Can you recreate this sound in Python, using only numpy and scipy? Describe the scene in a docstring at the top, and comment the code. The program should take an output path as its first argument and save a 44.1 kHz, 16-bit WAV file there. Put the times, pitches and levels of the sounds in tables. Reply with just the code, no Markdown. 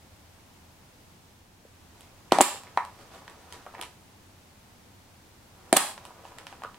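"""Two plastic toy capsules snap open, squeezed by hand above a table in a small room, close to the microphone.
Each lid rasps over its catch and jumps it: the wall springs back, the air inside pops, shell and rim ring.
The halves knock and tick, fingers rub, the wrapped toy rustles and jostles; the hollow cup rings on.
Low room noise lies underneath. A limiter ducks on the snaps and lets the room's echo swell back."""
import sys
import numpy as np
from scipy import signal
from scipy.fft import rfft, irfft
from scipy.io import wavfile
from scipy.ndimage import uniform_filter1d, minimum_filter1d

SR = 44100
rng = np.random.default_rng(int(sys.argv[2]) if len(sys.argv) > 2 else 0)


def wav_out(sig):
    """Save sig, one row per channel (or a flat mono array), as 16-bit PCM at SR to the path in sys.argv[1]."""
    wavfile.write(sys.argv[1], SR, np.round(np.clip(np.atleast_2d(sig).T, -1, 1) * 32767).astype(np.int16))


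N = 299394
TIME_S = np.arange(N) / SR
BLOW_S = np.arange(2048) / SR

# room noise spectrum: freq_hz, density_db
AMBIENCE_SPECTRUM = [(12, -40), (20, -7.5), (53, -11.5), (87, -0.5), (144, -9.5), (180, -7), (324, -12.5),
                     (416, -16.5), (465, -15.5), (565, -15.5), (614, -16.5), (857, -14.5), (1200, -19.5),
                     (6720, -26.5), (15500, -33)]
# left-right likeness of the room noise: freq_hz, correlation
AMBIENCE_CORRELATION = [(30, 1), (200, 0.87), (600, 0.4), (1500, 0.16), (4000, 0.096), (12000, 0.15)]
# left-right likeness of echoes and friction: freq_hz, correlation
ROOM_CORRELATION = [(300, 0.98), (900, 0.89), (2500, 0.71), (5000, 0.021), (10000, 0)]
# room echo: freq_hz, energy_re_input_db, t60_s
ROOM_DECAY = [(150, -11.5, 0.31), (400, -14, 0.19), (749, -12, 0.31), (1156, -3, 0.24), (2200, -5, 0.26),
              (5073, -6.5, 0.29), (8490, -5.5, 0.24), (14940, -8, 0.26)]
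# stereo tilt, duller on the left: freq_hz, left_minus_right_db
BALANCE = [(100, -0.5), (600, 1.5), (1200, -1), (3500, -2.5), (8000, -3), (14000, -2.5)]

# hollow cup modes: freq_hz, gain_db, t60_s
CUP_MODES = [(275, -11.5, .22), (562, -13.5, .22), (745, -12, .2), (983, -2, .26), (1108, 0, .3)]
# thin shell bending modes: freq_hz, relative_db, t60_s
SHELL_MODES = [(1450, 0.5, 0.0053), (1740, -1, 0.0083), (2386, -2, 0.0066), (2857, -3.5, 0.0061),
               (3176, 0.5, 0.0049), (3926, -11, 0.014), (4440, -5.5, 0.0063), (5320, -6, .006),
               (6120, -6, .006)]
# stiff rim modes: freq_hz, relative_db, t60_s
RIM_MODES = [(6730, -6, 0.0073), (7700, 1, 0.0057), (8100, -0.5, 0.0079), (9230, -11.5, 0.0038),
             (9180, -0.5, 0.0091), (10170, -4, .006), (11070, -5, 0.0061), (12750, -8, 0.0058),
             (15700, -8.5, .004)]
# fingers on the shell: freq_hz, density_db
RUB_SPECTRUM = [(100, -9.5), (250, -4), (500, 0), (900, -2), (1300, -5), (2200, -16), (5000, -33.5)]
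# wrapper: freq_hz, density_db
CRINKLE_SPECTRUM = [(700, -25.5), (1600, -0.5), (3200, 0.5), (5500, -2.5), (9000, -7.5), (15000, -17.5)]
# rim on the catch: freq_hz, density_db
RASP_SPECTRUM = [(250, -7), (800, 3), (2100, -2), (4100, -1.5), (5800, -8), (7800, -1), (10200, -0.5),
                 (12000, -5.5), (15500, -12.5)]

# hands hold and turn a capsule: start_s, length_s, rub_db, crinkle_db
HOLDS = [(1.947, .6, -66.5, -71), (2.6, 1.22, -59.5, -65), (5.66, 1, -57.5, -68)]
# finger or wrapper slides: peak_s, rub_db, crinkle_db
SLIDES = [(2.02, -70, -62), (2.66, -57.5, -62), (3.01, -54.5, -60), (3.148, -49, -54.5), (3.31, -55.5, -68),
          (3.545, -52, -54), (3.8, -44.5, -69), (6.06, -55, -58), (6.27, -60, -58.5), (6.409, -50.5, -63),
          (6.52, -56, -58)]
# shell and toy knocks: start_s, level_db, pitch_hz, crack_relative_db
KNOCKS = [ (1.651, -43.5, 507, -22), (2.008, -41, 3200, -24.5), (2.3115, -35, 2370, -12),
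          (2.545, -35, 520, -5), (2.670, -37.5, 2140, -8), (2.7740, -8, 917, -2), (3.2204, -42, 905, -8),
          (3.2789, -35.5, 1720, -15), (3.664, -34, 706, 1.5), (3.668, -33.5, 1220, -13),
          (3.672, -37.5, 610, -8), (3.740, -37.5, 790, -3), (3.750, -36, 856, 7.5), (3.7817, -40.5, 750, 8),
          (3.792, -36, 780, 4), (5.978, -43, 696, -10), (6.106, -40, 915, -10), (6.252, -34.5, 870, 2.5),
          (6.320, -40.5, 900, 3), (6.526, -37.5, 860, 8), (6.6200, -33.5, 850, 3),
          (6.6357, -24.5, 1150, -12), (6.6440, -31.5, 1350, -14), (6.6480, -28, 1220, -5),
          (6.6483, -34.5, 520, -12), (6.6572, -34, 1150, -8), ]
# rim and wrapper ticks: start_s, pop_db, crack_db, rim_db
TICKS = [ (2.008, -58, -56, -39), (2.635, -42, -39.5, -43.5), (2.7737, -40, -24, -55.5),
         (2.850, -31.5, -34, -38.5), (3.279, -39, -34.5, -52), (3.298, -41.5, -41, -42.5),
         (3.5247, -42, -28.5, -36), (3.534, -44, -47, -40), (3.747, -37.5, -39, -55),
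         (3.8129, -40, -22.5, -25), (3.8250, -34, -26, -36), (3.8341, -37, -28.5, -34.5),
         (5.978, -36.5, -32, -61), (6.052, -38, -33.5, -36.5), (6.385, -46, -29.5, -36),
         (6.4682, -37.5, -27, -40), (6.636, -28, -32, -43.5), (6.7443, -46, -38, -58), ]
# rim drags over the catch: full_force_s, hold_s, level_db
DRAGS = [(2.414, 0.0089, -10), (5.769, 0.0023, -7.5)]
# lid jumps the catch: start_s, thump_db, pop_db, pop_hz, swell_s, crack_db, rim_db, lip_hz, room_send_db
SNAPS = [ (2.3196, -23, -24, 690, 0.00092, -19, -38.5, 7700, 4),
         (2.3216, -7, 4.5, 710, 0.00043, -3.5, -13.5, 8100, 1.5),
         (2.386, -21, -5, 740, .00098, -14.5, -23, 8400, -1),
         (2.4013, -15, -13.5, 708, .0015, -40, -45, 7600, -4),
         (2.4079, -3.5, 7, 790, 0.00077, -2.5, -15, 9350, 2.5),
         (2.4123, 3, -0.5, 541.5, 0.0012, 2, 14, 7380, -2.5),
         (2.4154, -7, -2.5, 1020, .00078, 6, 0, 8250, 6),
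         (5.727, -7.5, -6.5, 665, 0.0015, -15.5, -31, 9300, 6),
         (5.7279, -6.5, -28.5, 699, .0013, -4.5, -4, 8700, -2.5),
         (5.7679, -11, -2, 800, 0.00049, 3, 9.5, 8050, -3.5),
         (5.7700, -10, -5.5, 690, 0.001, 5, 9, 9530, 0), (5.7717, -6, 1, 860, 0.00059, 3, -6, 10500, 5), ]


def from_db(db):
    return 10 ** (np.asarray(db) / 20)


def unit_rms(x):
    return x / np.sqrt(np.mean(x ** 2) + 1e-20)


def at_hz(points, hz, column=1):
    """Table column interpolated over log frequency."""
    table = np.array(points)
    return np.interp(np.log(np.maximum(hz, 1)), np.log(table[:, 0]), table[:, column])


def colour(x, spectrum):
    """Spectral shaping to rms 1."""
    return unit_rms(irfft(rfft(x) * from_db(at_hz(spectrum, np.fft.rfftfreq(N, 1 / SR))), N))


def spread(pair, correlation):
    """Two unrelated signals mixed to stereo: alike in the bass, apart in the treble."""
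    size = pair.shape[1]
    alike = np.clip(at_hz(correlation, np.fft.rfftfreq(size, 1 / SR)), -1, 1)
    mid, side = rfft(pair)
    return irfft(np.sqrt(1 + alike) * mid + np.sqrt(1 - alike) * side * [[1], [-1]], size)


def add(track, start_s, sound):
    start = round(start_s * SR)
    track[:, start:start + sound.shape[-1]] += sound[..., :N - start]


def envelope(full_s, hold_s, rise_db_per_s, fall_db_per_s):
    """Rise and fall linear in dB; gain 1 during the hold."""
    rise_db = np.maximum(full_s - TIME_S, 0) * rise_db_per_s
    fall_db = np.maximum(TIME_S - full_s - hold_s, 0) * fall_db_per_s
    return from_db(-np.minimum(rise_db + fall_db, 200))


def ambience(level_db=-54.5, dip_at_s=1.515, dip_db=-2.4, dip_half_width_s=0.22):
    """Low room noise and faint hiss; the level dips once."""
    dip = np.exp(-((TIME_S - dip_at_s) / dip_half_width_s) ** 2)
    noise = spread(rng.standard_normal((2, N)), AMBIENCE_CORRELATION)
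    return from_db(level_db + dip_db * dip) * colour(noise, AMBIENCE_SPECTRUM)


def room(x, full_at_s=0.0032, build_up_s=0.0026):
    """Dense echoes build up within milliseconds and die band by band."""
    t = TIME_S[:SR // 2]
    hz = np.fft.rfftfreq(len(t), 1 / SR)
    noise = rfft(unit_rms(spread(rng.standard_normal((2, len(t))), ROOM_CORRELATION)))
    onset = np.clip((t - full_at_s) / build_up_s + 1, 0, 1)
    edges_hz = np.geomspace(100, 17000, 16)
    response = 0
    for low, high in zip(edges_hz, edges_hz[1:]):
        centre_hz = np.sqrt(low * high)
        band = irfft(noise * ((hz >= low) & (hz < high)), len(t))
        decay = from_db(-60 * t / at_hz(ROOM_DECAY, centre_hz, column=2))
        gain = from_db(at_hz(ROOM_DECAY, centre_hz)) * np.sqrt(2 * (high - low) / SR / len(t))
        response = response + gain * unit_rms(band * onset * decay)
    return signal.fftconvolve(x, response, axes=1)[:, :N]


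def room_echo(small_sounds, paths=3, send_db=2.5):
    """The shell radiates differently in each direction; the paths sum to an even tail."""
    echoes = [room(snaps(to_room=True) + from_db(send_db) * (small_sounds + ticks()))
              for _ in range(paths)]
    return sum(echoes) / np.sqrt(paths)


def backdrop_echo(x, delay_s=0.0078, t60_s=0.022, level_db=-15):
    """One smeared reflection from behind the table."""
    noise = spread(rng.standard_normal((2, len(BLOW_S))), ROOM_CORRELATION)
    cluster = noise * (BLOW_S > delay_s) * from_db(-60 * BLOW_S / t60_s)
    cluster /= np.sqrt(np.sum(cluster ** 2) / 2)
    return from_db(level_db) * signal.fftconvolve(x, cluster, axes=1)[:, :N]


def cup_ring(x):
    """The hollow cup rings on after each blow."""
    out, drive = 0, x.mean(axis=0) + 1e-18
    for hz, gain_db, t60_s in CUP_MODES:
        radius = from_db(-60 / (t60_s * SR))
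        b = (1 - radius ** 2) / 2 * np.array([1, 0, -1])
        a = [1, -2 * radius * np.cos(2 * np.pi * hz / SR), radius ** 2]
        out = out + from_db(gain_db) * signal.lfilter(b, a, drive)
    return out


def friction(spectrum, slips_per_s, unevenness_db):
    """Tiny random slips of uneven size; rms 1."""
    sizes = from_db(unevenness_db * np.minimum(rng.exponential(1, (2, N)), 4))
    signs = rng.choice([-1, 1], (2, N))
    slipping = rng.random((2, N)) < slips_per_s / SR
    return colour(spread(sizes * signs * slipping, ROOM_CORRELATION), spectrum)


def handling():
    """Fingers rub the shell, the wrapper crinkles: soft in a hold, swelling with each slide."""
    moves = [(envelope(start_s, length_s, rise_db_per_s=59.5, fall_db_per_s=66), levels_db)
             for start_s, length_s, *levels_db in HOLDS]
    moves += [(envelope(peak_s, 0, rise_db_per_s=260, fall_db_per_s=227), levels_db)
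              for peak_s, *levels_db in SLIDES]
    powers = sum(np.outer(from_db(levels_db), shape) ** 2 for shape, levels_db in moves)
    rub_gain, crinkle_gain = np.sqrt(powers)
    rub = friction(RUB_SPECTRUM, slips_per_s=1500, unevenness_db=3)
    crinkle = friction(CRINKLE_SPECTRUM, slips_per_s=700, unevenness_db=2.5)
    return rub_gain * rub + crinkle_gain * crinkle


def pop(hz, swell_s, t=BLOW_S):
    """Heavily damped resonance; its envelope peaks at swell_s."""
    age = t / swell_s
    return age * np.exp(1 - age) * np.sin(2 * np.pi * hz * t)


def strike(modes, scatter_rad, grit, contact_s=0.00027, detune=0.034):
    """Struck modes plus stick-slip grit; the grip detunes them, each side hears its own phase."""
    hz, level_db, t60_s = np.transpose(modes)[:, :, None]
    hz = hz * (1 + detune * rng.standard_normal(hz.shape))
    gain = from_db(level_db + 2 * rng.standard_normal(hz.shape))
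    phase = 2 * np.pi * rng.random(hz.shape) + scatter_rad * rng.standard_normal((2, len(hz), 1))
    decay = from_db(-60 * BLOW_S / t60_s)
    rings = np.sum(gain * decay * np.sin(2 * np.pi * hz * BLOW_S + phase), axis=1)
    band = signal.butter(1, [hz.min(), min(hz.max(), 16000)], "band", fs=SR, output="sos")
    burst = rng.standard_normal((2, len(BLOW_S))) * from_db(-60 * BLOW_S / t60_s.mean())
    slips = signal.sosfilt(band, burst)
    force = 1 - np.exp(-BLOW_S / contact_s)   # the plastic yields
    sound = signal.sosfilt(band, force * (unit_rms(rings) + grit * unit_rms(slips)))
    return sound / np.sqrt(np.sum(sound ** 2, axis=1, keepdims=True) / 10)   # peak near 1


def shell_crack():
    """The thin shell flexes: a gritty crack."""
    return strike(SHELL_MODES, scatter_rad=0.15, grit=0.77)


def rim_ring():
    """The stiff rim rings: bright and wide."""
    return strike(RIM_MODES, scatter_rad=0.85, grit=0.29)


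def knock(hz, crack_db, swell_cycles=0.85, blunt_hz=2300, rim_db=-26):
    """A blunt contact rings one resonance of cup or toy, the low shell modes and a trace of rim."""
    lowpass = signal.butter(3, blunt_hz, fs=SR, output="sos")
    edge = signal.sosfilt(lowpass, shell_crack()) + from_db(rim_db) * rim_ring()
    return pop(hz, swell_cycles / hz) + from_db(crack_db) * edge


def jostles(per_s=12, above_rub_db=7, uneven_db=3, centre_hz=850, spread_octaves=0.5):
    """The loose toy knocks faintly at random during each hold."""
    out = np.zeros((2, N))
    for start_s, length_s, rub_db, _ in HOLDS:
        for when, size, pitch in rng.random((round(per_s * length_s), 3)):
            hz = centre_hz * 2 ** (spread_octaves * (2 * pitch - 1))
            level_db = rub_db + above_rub_db + uneven_db * (2 * size - 1)
            add(out, start_s + when * length_s, from_db(level_db) * knock(hz, crack_db=-2))
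    return out


def knocks():
    """The halves and the toy bump together."""
    out = np.zeros((2, N))
    for start_s, level_db, hz, crack_db in KNOCKS:
        add(out, start_s, from_db(level_db) * knock(hz, crack_db))
    return out


def ticks(air_hz=950, swell_s=0.00089):
    """Sharp contacts ring the plastic over a small air pop."""
    out = np.zeros((2, N))
    for start_s, pop_db, crack_db, rim_db in TICKS:
        air = from_db(pop_db) * pop(air_hz, swell_s)
        add(out, start_s, air + from_db(crack_db) * shell_crack() + from_db(rim_db) * rim_ring())
    return out


def rasp():
    """The rim sticks and slips as it rides over the catch."""
    force = sum(from_db(level_db) * envelope(full_s, hold_s, rise_db_per_s=3300, fall_db_per_s=3200)
                for full_s, hold_s, level_db in DRAGS)
    return force * friction(RASP_SPECTRUM, slips_per_s=8100, unevenness_db=1)


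def lip_ping(hz, swell_s=0.00037, left_lag_s=0.00002):
    """The freed lip of the lid pings, reaching the left side later."""
    age_s = np.maximum(BLOW_S - np.array([[left_lag_s], [0]]), 0)
    return pop(hz, swell_s, age_s)


def snaps(to_room=False, wall_hz=365, wall_swell_s=0.0011, lip_db=-3.5):
    """The lid jumps its catch: the wall springs back, enclosed air pops, shell, rim and lip ring."""
    out = np.zeros((2, N))
    for start_s, thump_db, pop_db, pop_hz, swell_s, crack_db, rim_db, lip_hz, room_send_db in SNAPS:
        thump = from_db(thump_db) * pop(wall_hz, wall_swell_s)
        air = from_db(pop_db) * pop(pop_hz, swell_s)
        crack = from_db(crack_db) * shell_crack()
        rim = from_db(rim_db) * (rim_ring() + from_db(lip_db) * lip_ping(lip_hz))
        add(out, start_s, (thump + air + crack + rim) * from_db(room_send_db if to_room else 0))
    return out


def scene(low_cut_hz=195):
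    """Capsules, echoes and room noise; so small a body radiates little bass."""
    small_sounds = knocks() + handling() + rasp() + jostles()
    direct = snaps() + ticks() + small_sounds
    heard = direct + cup_ring(direct) + backdrop_echo(direct) + room_echo(small_sounds)
    capsules = signal.sosfilt(signal.butter(4, low_cut_hz, "high", fs=SR, output="sos"), heard)
    tilt_db = at_hz(BALANCE, np.fft.rfftfreq(N, 1 / SR)) * [[0.5], [-0.5]]
    return irfft(rfft(capsules) * from_db(tilt_db), N) + ambience()


def record(dry, ceiling_db=0.5, release_db_per_s=105, cutoff_hz=15800):
    """Limiter with sub-millisecond attack and steady release, then clipping and a steep low-pass."""
    over_db = np.maximum(20 * np.log10(np.abs(dry).max(axis=0) + 1e-9) - ceiling_db, 0)
    recovery_db = release_db_per_s * TIME_S
    duck_db = np.maximum.accumulate(over_db + recovery_db) - recovery_db
    gain_db = uniform_filter1d(minimum_filter1d(-duck_db, size=24), size=36)
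    limited = np.clip(dry * from_db(gain_db), -1, 1)
    return signal.sosfilt(signal.ellip(10, 0.1, 70, cutoff_hz, fs=SR, output="sos"), limited)


dry = scene()
out = record(dry)
wav_out(out)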